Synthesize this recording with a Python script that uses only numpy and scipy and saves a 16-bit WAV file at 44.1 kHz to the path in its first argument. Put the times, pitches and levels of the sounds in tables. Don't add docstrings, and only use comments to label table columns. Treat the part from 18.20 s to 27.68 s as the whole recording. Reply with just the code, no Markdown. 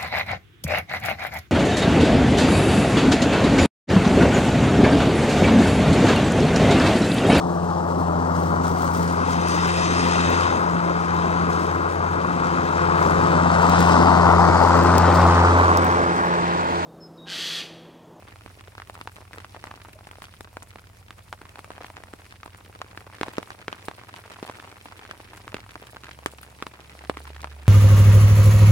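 import sys
import numpy as np
from scipy import signal
from scipy.fft import rfft, irfft, next_fast_len
from scipy.io import wavfile
from scipy.ndimage import map_coordinates

SR = 44100
rng = np.random.default_rng(int(sys.argv[2]) if len(sys.argv) > 2 else 0)


def store_wav(level_fs):
    pcm = np.round(np.clip(np.atleast_2d(level_fs), -1, 1) * 32767)
    wavfile.write(sys.argv[1], SR, pcm.T.astype(np.int16))


N = 418068
TOP_HZ = 16000
DROP_SIZE = 2048
HISS_DB, HISS_GROWS = -64, 0.37
LAG_MS, LAG_SPREAD_MS = 0.079, 0.097


def amp(db):
    return 10 ** (np.asarray(db) / 20)


def unit(x):
    return x / np.sqrt(np.mean(x ** 2) + 1e-20)


def along(points, hz):
    f, v = np.transpose(points)
    return np.interp(np.log(hz + 1), np.log(f + 1), v)


def curves(rows):
    s, *cols = np.transpose(rows)
    return [np.interp(np.arange(N) / SR, s, c) for c in cols]


def wobble(rate):
    knots = rng.standard_normal(int(N * rate / SR) + 4)
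    return map_coordinates(knots, [np.arange(N) * rate / SR])


def filtered(x, response):
    m = next_fast_len(N + SR // 2)
    return irfft(rfft(x, m) * response(np.fft.rfftfreq(m, 1 / SR)), m)[..., :N]


def place(times, sounds):
    first = np.round(times * SR).astype(int)[:, None]
    at = np.maximum(first + np.arange(sounds.shape[-1]), 0)
    return np.array([np.bincount(at.ravel(), side.ravel(), N)[:N] for side in sounds])


# (frequency [Hz], coherence [0 to 1])
EAR_COHERENCE = [(100, 0.77), (300, 0.74), (600, 0.3), (1200, 0), (3000, 0.48), (10000, 0)]


def rush(spectrum):
    def turn(hz):
        return np.arccos(np.clip(along(EAR_COHERENCE, hz), -1, 1)) / 2

    def response(hz):
        return amp(along(spectrum, hz)) * [np.cos(turn(hz)), np.sin(turn(hz))]

    mid, side = filtered(rng.standard_normal((2, N)), response)
    return unit(np.array([mid + side, mid - side]))


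# (time [s], strength [dB])
RAIN_STRENGTH = [(0.0, -55), (0.48, -58.5), (0.7, -54.5), (1.0, -56), (1.3, -54), (2.05, -57), (2.45, -58),
                 (2.72, -62), (3.15, -58.5), (3.55, -55.5), (4.4, -57.5), (4.85, -55.5), (5.1, -50),
                 (5.6, -53), (6.4, -51), (8.3, -55.5), (9.1, -52), (9.48, -54.5)]


def surge():
    usual_db = -55
    return curves(RAIN_STRENGTH)[0] - usual_db


# (frequency [Hz], relative density [dB per Hz])
WASH_SPECTRUM = [(100, -17), (200, -8), (400, -1), (950, 0.5), (1600, -7.5), (2500, -4.5), (4000, -27),
                 (7000, -15.5), (16000, -29)]
# (frequency [Hz], relative density [dB per Hz])
HISS_SPECTRUM = [(1500, -5.5), (4000, 3.5), (5500, 3.5), (7000, -9), (8300, 0), (10000, 4.5), (11300, -7),
                 (16000, -13)]


def wash_and_hiss(wash_db=-58.5, wash_grows=0.55):
    strength = surge()
    wash_flicker = 1.5 * wobble(14) + 2.1 * wobble(110)
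    hiss_flicker = 0.7 * wobble(4) + 1.5 * wobble(24) + 1.9 * wobble(90)
    wash = amp(wash_db + wash_grows * strength + wash_flicker) * rush(WASH_SPECTRUM)
    hiss = amp(HISS_DB + HISS_GROWS * strength + hiss_flicker) * rush(HISS_SPECTRUM)
    return wash + hiss


# (time [s], mean firing rate [Hz], relative throb level [dB], firing note level [dB])
ENGINE_COURSE = [(0, 54.03, -52.5, -63), (2.4, 53.9, -53.5, -61), (4.8, 53.73, -53.5, -65),
                 (5.1, 56.14, -55.5, -68), (6.1, 57.95, -56, -75), (6.8, 54.3, -57.5, -66),
                 (7.4, 58.3, -52, -55), (7.7, 65.7, -58.5, -59.5), (8.05, 70.6, -58, -51),
                 (8.55, 71.1, -61.5, -57.5), (8.9, 70.6, -64, -46), (9.2, 71.7, -57, -42.5),
                 (9.48, 69.8, -65, -42)]
# (multiple of the engine cycle, mean relative level [dB])
THROB_ORDERS = [(10, -6), (11, -10), (12, -8), (13, 0), (14, -.5), (16, -1)]
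# (frequency [Hz], relative density [dB per Hz])
RUMBLE_SPECTRUM = [(15, -34), (30, -5), (42, -17), (65, -23), (95, -1), (135, -4), (200, -6.5), (400, -31)]


def engine(rumble_db=-59, throb_db=1.0, note_db=0, cylinders=8):
    firing_hz, throb, note = curves(ENGINE_COURSE)
    unsteady_hz = firing_hz * (1 + 0.0027 * wobble(2.61))
    cycle = 2 * np.pi * np.cumsum(unsteady_hz) / SR / cylinders
    uneven = 0
    for order, db in THROB_ORDERS:
        level = amp(db + 0.81 * wobble(2.5))
        uneven = uneven + level * np.sin(order * cycle + rng.uniform(0, 2 * np.pi))
    firing = unit(np.sin(cylinders * cycle)) * amp(note + note_db + 0.35 * wobble(4.2))
    return amp(throb + throb_db) * unit(uneven) + firing + amp(rumble_db) * rush(RUMBLE_SPECTRUM)


def slap_shape(pitch, damping, hz):
    swing = 1j * hz / pitch
    softening = (1 + 1j * hz / (4 * pitch + 1500)) ** 2
    pulse = swing / (1 + damping * swing + swing ** 2) / softening
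    return pulse / np.abs(irfft(pulse)).max(axis=1, keepdims=True)


# (frequency [Hz], relative density [dB])
SPRAY_SPECTRUM = [(300, 21), (1500, 4.5), (3000, 8.5), (5000, 4.5), (6500, -4), (8300, 7.5), (10000, 2.5),
                  (12000, -8.5), (16000, -4)]


def slaps(rows, damping, scatter_db, scatter_t60, spray_db, spray_t60, ground_hz=355,
          ground_damping=0.86, litter_hz=650, ring=0.25, mist_db=-20, mist_t60=0.14):
    s, slap_db, pitch, thud_db, puff_db, lag_ms = np.transpose(rows)[:, :, None]
    t, hz = np.arange(DROP_SIZE) / SR, np.fft.rfftfreq(DROP_SIZE, 1 / SR)
    grit, mist = rng.standard_normal((len(s), 2, 2, DROP_SIZE)).transpose(1, 2, 0, 3)
    stiffness, height = rng.standard_normal((len(s), 2, 1)).swapaxes(0, 1)
    flex = 1j * hz / (1.6 * pitch * np.exp(0.46 * stiffness))
    leaf = 1 - ring / 2 + 2 * ring * (flex / 6) / (1 + flex / 6 + flex ** 2)
    slap = amp(slap_db) * slap_shape(pitch, damping, hz) * leaf
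    thud = amp(thud_db) * slap_shape(np.array([[ground_hz]]), ground_damping, hz)
    ground_delay = .0009 * np.exp(.25 * height)
    pulse = (slap + thud) * (1 + .15 * np.exp(-2j * np.pi * hz * ground_delay))
    paths = grit * amp(-60 * t / scatter_t60) * (1 - np.exp(-t / 0.0002))
    paths = rfft(paths / np.linalg.norm(paths, axis=2, keepdims=True))
    paths = paths * 1j * hz / (litter_hz + 1j * hz)
    shared = np.clip(along(EAR_COHERENCE, hz), 0, 1)
    paths[1] = shared * paths[0] + np.sqrt(1 - shared ** 2) * paths[1]
    decay = amp(-60 * t / spray_t60) + amp(mist_db - 60 * t / mist_t60)
    burst = unit(mist * np.abs(mist)) * decay
    spray = rfft(amp(puff_db + spray_db) * burst) * unit(amp(along(SPRAY_SPECTRUM, hz)))
    lead = .001
    delay = lead + np.array([-lag_ms, lag_ms]) / 2000
    heard = (pulse * (1 + amp(scatter_db) * paths) + spray) * np.exp(-2j * np.pi * hz * delay)
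    return place(s[:, 0] - lead, irfft(heard))


def patter(tap_db=-39, spread_db=5.0, tap_grows=0.63, pitch_hz=1750, soil_db=-14, spit_db=-31,
           edge_hz=4200, count=1500):
    strength = surge()
    fallen = np.cumsum(amp(strength))
    at = np.searchsorted(fallen, rng.uniform(0, fallen[-1], count))
    size, leaf, soil, wet, bearing = rng.standard_normal((count, 5)).T
    level = tap_db + tap_grows * strength[at] + spread_db * np.minimum(size, 1.1)
    rows = np.transpose([at / SR, level, pitch_hz * np.exp(0.66 * leaf), level + soil_db + 4 * soil,
                         level + spit_db + 4 * wet, 0.2 * np.tanh(bearing)])
    taps = slaps(rows, damping=.75, scatter_db=-5, scatter_t60=.02, spray_db=0, spray_t60=.012)
    return filtered(taps, lambda hz: .45 + .55 / (1 + (hz / edge_hz) ** 4))


def spatter(over_db=15.0, spread_db=5, flight=0.008, count=90, size=10):
    t = np.arange(DROP_SIZE // 8) / SR
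    shower = rng.uniform(0, N / SR, (count, 1))
    when = (shower + flight * rng.gamma(2, .5, (count, size))).reshape(-1, 1)
    weight, leaf, side = rng.standard_normal((len(when), 3, 1)).swapaxes(0, 1)
    pitch = np.clip(9800 * np.exp(0.25 * leaf), 3000, TOP_HZ)
    strength = np.interp(when, np.arange(N) / SR, surge())
    level = HISS_DB + HISS_GROWS * strength + over_db + spread_db * np.minimum(weight, 2)
    grain = amp(level) * np.sin(2 * np.pi * pitch * t) * np.exp(-pitch * t / 1.3)
    return place(when[:, 0], grain * amp(3.1 * np.array([side, -side])))


def landings(count, crowding):
    fallen = np.cumsum(amp(crowding * surge()))
    turn = (np.arange(count) + rng.uniform(0, 1, count)) / count
    return np.minimum(np.searchsorted(fallen, turn * fallen[-1]), N - 1)


def light_drips(slap_db=-30, spread_db=2.0, pitch_hz=1200, soil_db=-16, soil_spread_db=3.5, spit_db=-26,
                spit_spread_db=2.5, slap_grows=0.43, crowding=0.5, rebound_db=-6, rebound_s=0.008, count=105):
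    at = landings(count, crowding)
    traits = np.clip(rng.standard_normal((2 * count, 5)), -1.7, 1.7)
    size, leaf, soil, wet, bearing = traits.T
    first_db = slap_db + slap_grows * surge()[at]
    s = np.concatenate([at / SR, at / SR + rebound_s * rng.gamma(2, .5, count)])
    level = np.concatenate([first_db, first_db + rebound_db]) + spread_db * size
    rows = np.transpose([s, level, pitch_hz * np.exp(0.37 * leaf), level + soil_db + soil_spread_db * soil,
                         level + spit_db + spit_spread_db * wet, LAG_MS + 0.21 * bearing])
    return slaps(rows, damping=0.85, scatter_db=-5.5, scatter_t60=0.02, spray_db=2, spray_t60=.009)


# (time [s], relative level [dB], starting pitch [Hz])
BUBBLE_PLOPS = [(0.2, -52, 600), (0.455, -51, 650), (1.752, -35.5, 567), (3.700, -44, 610)]


def plops(t60=0.045, attack=0.008, rise=3.2, gain_db=6):
    s, level_db, pitch = np.transpose(BUBBLE_PLOPS)[:, :, None]
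    t = np.arange(DROP_SIZE) / SR
    envelope = amp(level_db + gain_db - 60 * t / t60) * (1 - np.exp(-(t / attack) ** 2))
    ring = envelope * np.sin(2 * np.pi * pitch * t * (1 + rise * t))
    return place(s[:, 0], np.array([ring, ring]))


# (time [s], slap level [dB], slap pitch [Hz], thud level [dB], relative spray level [dB])
HEAVY_DRIPS = [(0.2618, -30.5, 880, -37, -43), (0.4094, -31, 1080, -40, -42.5),
               (0.5807, -23.5, 990, -34, -62), (0.6002, -23, 950, -46, -59),
               (0.6199, -23.5, 1140, -49, -56), (0.698, -21, 725, -44, -53), (0.7532, -26, 1110, -50, -61),
               (0.8133, -19.5, 1090, -30, -43), (0.8744, -18, 830, -31, -44),
               (1.1327, -25, 1350, -45.5, -41), (1.1838, -22.5, 1260, -32.5, -56),
               (1.2461, -23, 1070, -47.5, -60), (1.4407, -19, 860, -34, -39), (1.4718, -25, 1090, -34, -64),
               (1.5131, -22.5, 806, -38, -59), (1.6495, -29.5, 810, -47, -63), (1.871, -27, 1160, -55, -47),
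               (1.9128, -25.5, 990, -59, -45), (2.0208, -23.5, 1230, -46, -44),
               (2.0411, -25.5, 1090, -53, -46), (2.2083, -26, 905, -34, -37.5),
               (2.3699, -20.5, 730, -27.5, -43), (2.5585, -26.5, 905, -30.5, -46),
               (2.907, -22.5, 1150, -50, -42), (3.1277, -15.5, 1010, -47, -37.5),
               (3.2165, -28, 940, -33, -46), (3.3574, -24.5, 1040, -46, -48),
               (3.3919, -23.5, 756, -35, -50), (3.4446, -25.5, 900, -50, -42),
               (3.5046, -23.5, 630, -34, -44), (3.5804, -25, 730, -46, -48), (3.6455, -22.5, 870, -34, -54),
               (3.7019, -27, 674, -39, -57), (3.7683, -21.5, 1190, -40, -64),
               (3.8369, -25, 840, -45, -40.5), (3.9368, -32, 950, -25.5, -42),
               (4.1244, -26.5, 1170, -46, -50.5), (4.2321, -23, 1210, -46, -54),
               (4.2603, -26, 730, -36, -40.5), (4.6166, -14, 1130, -44, -54),
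               (4.7753, -19, 1180, -30.5, -58), (5.0123, -13.5, 1450, -13, -52),
               (5.0323, -9.5, 960, -23, -34.5), (5.0834, -30, 910, -20.5, -40.5),
               (5.1827, -28, 590, -9, -41), (5.2294, -21, 1040, -39, -45), (5.305, -19.5, 1030, -49, -47),
               (5.4817, -12.5, 1030, -18.5, -60), (5.5282, -14.5, 950, -32, -57),
               (5.6843, -16, 770, -26.5, -35), (5.7135, -24.5, 750, -45, -67),
               (5.9402, -22.5, 1050, -51, -65), (6.2278, -24, 2290, -18, -59),
               (6.2976, -22.5, 653, -24.5, -44), (6.3997, -23.5, 1190, -53, -52),
               (6.9117, -16.5, 1300, -36, -50), (7.2793, -20.5, 1170, -47, -46),
               (7.3439, -15.5, 1450, -14, -35), (7.3678, -21.5, 1410, -33, -51),
               (7.5561, -21, 1050, -28.5, -48), (7.768, -22.5, 835, -40, -72),
               (7.8361, -24, 1270, -35.5, -65), (8.0608, -6.5, 1102, -16, -46),
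               (8.4251, -14, 1156, -22, -39), (8.4674, -17.5, 1019, -29, -40),
               (8.8974, -13, 633, -11.5, -32.5), (8.9712, -19.5, 1060, -26, -41),
               (9.2444, -15, 800, -34, -45)]


def drips():
    lag_ms = LAG_MS + LAG_SPREAD_MS * rng.standard_normal(len(HEAVY_DRIPS))
    rows = np.column_stack([HEAVY_DRIPS, lag_ms])
    return slaps(rows, damping=0.88, scatter_db=-6.0, scatter_t60=0.017, spray_db=4.5, spray_t60=0.0072)


# (time [s], relative level [dB])
BIG_SPLASHES = [(0.737, -40), (2.023, -40), (3.384, -39.5), (5.6507, -35.5), (6.2584, -39), (6.6413, -41),
                (7.706, -40), (8.1119, -38), (8.2254, -37.5), (8.992, -40)]
# (frequency [Hz], relative density [dB])
SIZZLE_SPECTRUM = [(1500, -27), (4000, 2), (6500, -5), (8500, 3), (10500, 4), (12000, -5), (16000, -3)]


def sizzles(gain_db=-10.5, swell=0.0057, small_db=-45, count=22):
    small_times = landings(count, crowding=0.3) / SR
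    small = np.transpose([small_times, small_db + rng.uniform(-2.5, 2.5, count)])
    s, level_db = np.vstack([BIG_SPLASHES, small]).T[:, :, None]
    t, hz = np.arange(DROP_SIZE) / SR, np.fft.rfftfreq(DROP_SIZE, 1 / SR)
    grit = rng.standard_normal((len(s), 2, DROP_SIZE)).swapaxes(0, 1)
    cloud = unit(grit * np.abs(grit)) * t / swell * np.exp(1 - t / swell)
    coloured = irfft(rfft(cloud) * unit(amp(along(SIZZLE_SPECTRUM, hz))))
    return place(s[:, 0], amp(level_db + gain_db) * coloured)


# (start [s], length [s], mean level [dB])
TWIG_FLURRIES = [(1.44, 0.15, -34), (2.02, 0.037, -33), (3.6, 0.087, -31), (5.96, 0.025, -34.5),
                 (6.11, 0.03, -33), (6.24, 0.082, -29.5), (7.35, 0.05, -36), (7.825, 0.11, -27.5),
                 (9.14, 0.13, -26.5)]


def flurries(spread_db=3, pitch_hz=1550, soil_db=-21, spit_db=-27, count=7):
    start, length, level_db = np.repeat(TWIG_FLURRIES, count, axis=0).T
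    size, leaf, bearing = np.clip(rng.standard_normal((len(start), 3)), -1.7, 1.7).T
    s = start + length * rng.uniform(0, 1, len(start))
    level = level_db + spread_db * size
    rows = np.transpose([s, level, pitch_hz * np.exp(0.69 * leaf), level + soil_db, level + spit_db,
                         LAG_MS + LAG_SPREAD_MS * bearing])
    return slaps(rows, damping=0.85, scatter_db=-5, scatter_t60=0.018, spray_db=2, spray_t60=.008)


# (time [s], relative level [dB], pitch [Hz])
LEAF_TICKS = [(1.729, -37, 12100), (2.0278, -36, 13600), (2.2073, -31, 9800), (2.429, -24.5, 7700),
              (5.1823, -17.5, 4840), (7.171, -28, 8020), (7.616, -33, 12900), (8.0608, -14, 7540),
              (8.215, -30.5, 12000), (8.8966, -7, 2580)]


def ticks(gain_db=-4, ring_t60=0.0061, fizz_db=-13, fizz_t60=0.045):
    s, level_db, pitch = np.transpose(LEAF_TICKS)[:, :, None]
    t, hz = np.arange(DROP_SIZE) / SR, np.fft.rfftfreq(DROP_SIZE, 1 / SR)
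    decay = amp(-60 * t / ring_t60) + amp(fizz_db - 60 * t / fizz_t60)
    burst = rng.standard_normal((len(s), 2, DROP_SIZE)).swapaxes(0, 1) * decay
    swing = 1j * hz / pitch
    leaf = (0.62 * swing / (1 + 0.64 * swing + swing ** 2)) ** 2
    return place(s[:, 0], amp(level_db + gain_db) * irfft(rfft(burst) * leaf))


# (frequency [Hz], time to decay by 60 dB [s])
ECHO_DECAY = [(200, 0.066), (1500, 0.045), (10000, 0.06)]


def echo(x):
    hz, t, z = signal.stft(rng.standard_normal((2, SR // 3)), SR, nperseg=256)
    decay = amp(-60 * t / along(ECHO_DECAY, hz)[:, None])
    tail = signal.istft(z * decay, SR, nperseg=256)[1]
    tail = np.pad(tail / np.linalg.norm(tail[0]), ((0, 0), (SR // 200, 0)))
    return signal.fftconvolve(x, tail, axes=1)[:, :N]


def scene():
    background = wash_and_hiss() + engine()
    near = patter() + spatter() + light_drips() + plops() + drips() + sizzles() + flurries() + ticks()
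    return background + near + amp(-16.5) * echo(near)


def record(dry):
    # (frequency [Hz], left minus right [dB])
    balance = [(60, -2.1), (500, 0.12), (1200, -0.13), (4000, -1.7), (8000, 0.91), (14000, 4.1)]

    def response(hz):
        return amp(np.outer([1, -1], along(balance, hz)) / 2) * (hz < TOP_HZ)

    return filtered(dry, response)


dry = scene()
out = record(dry)
store_wav(out)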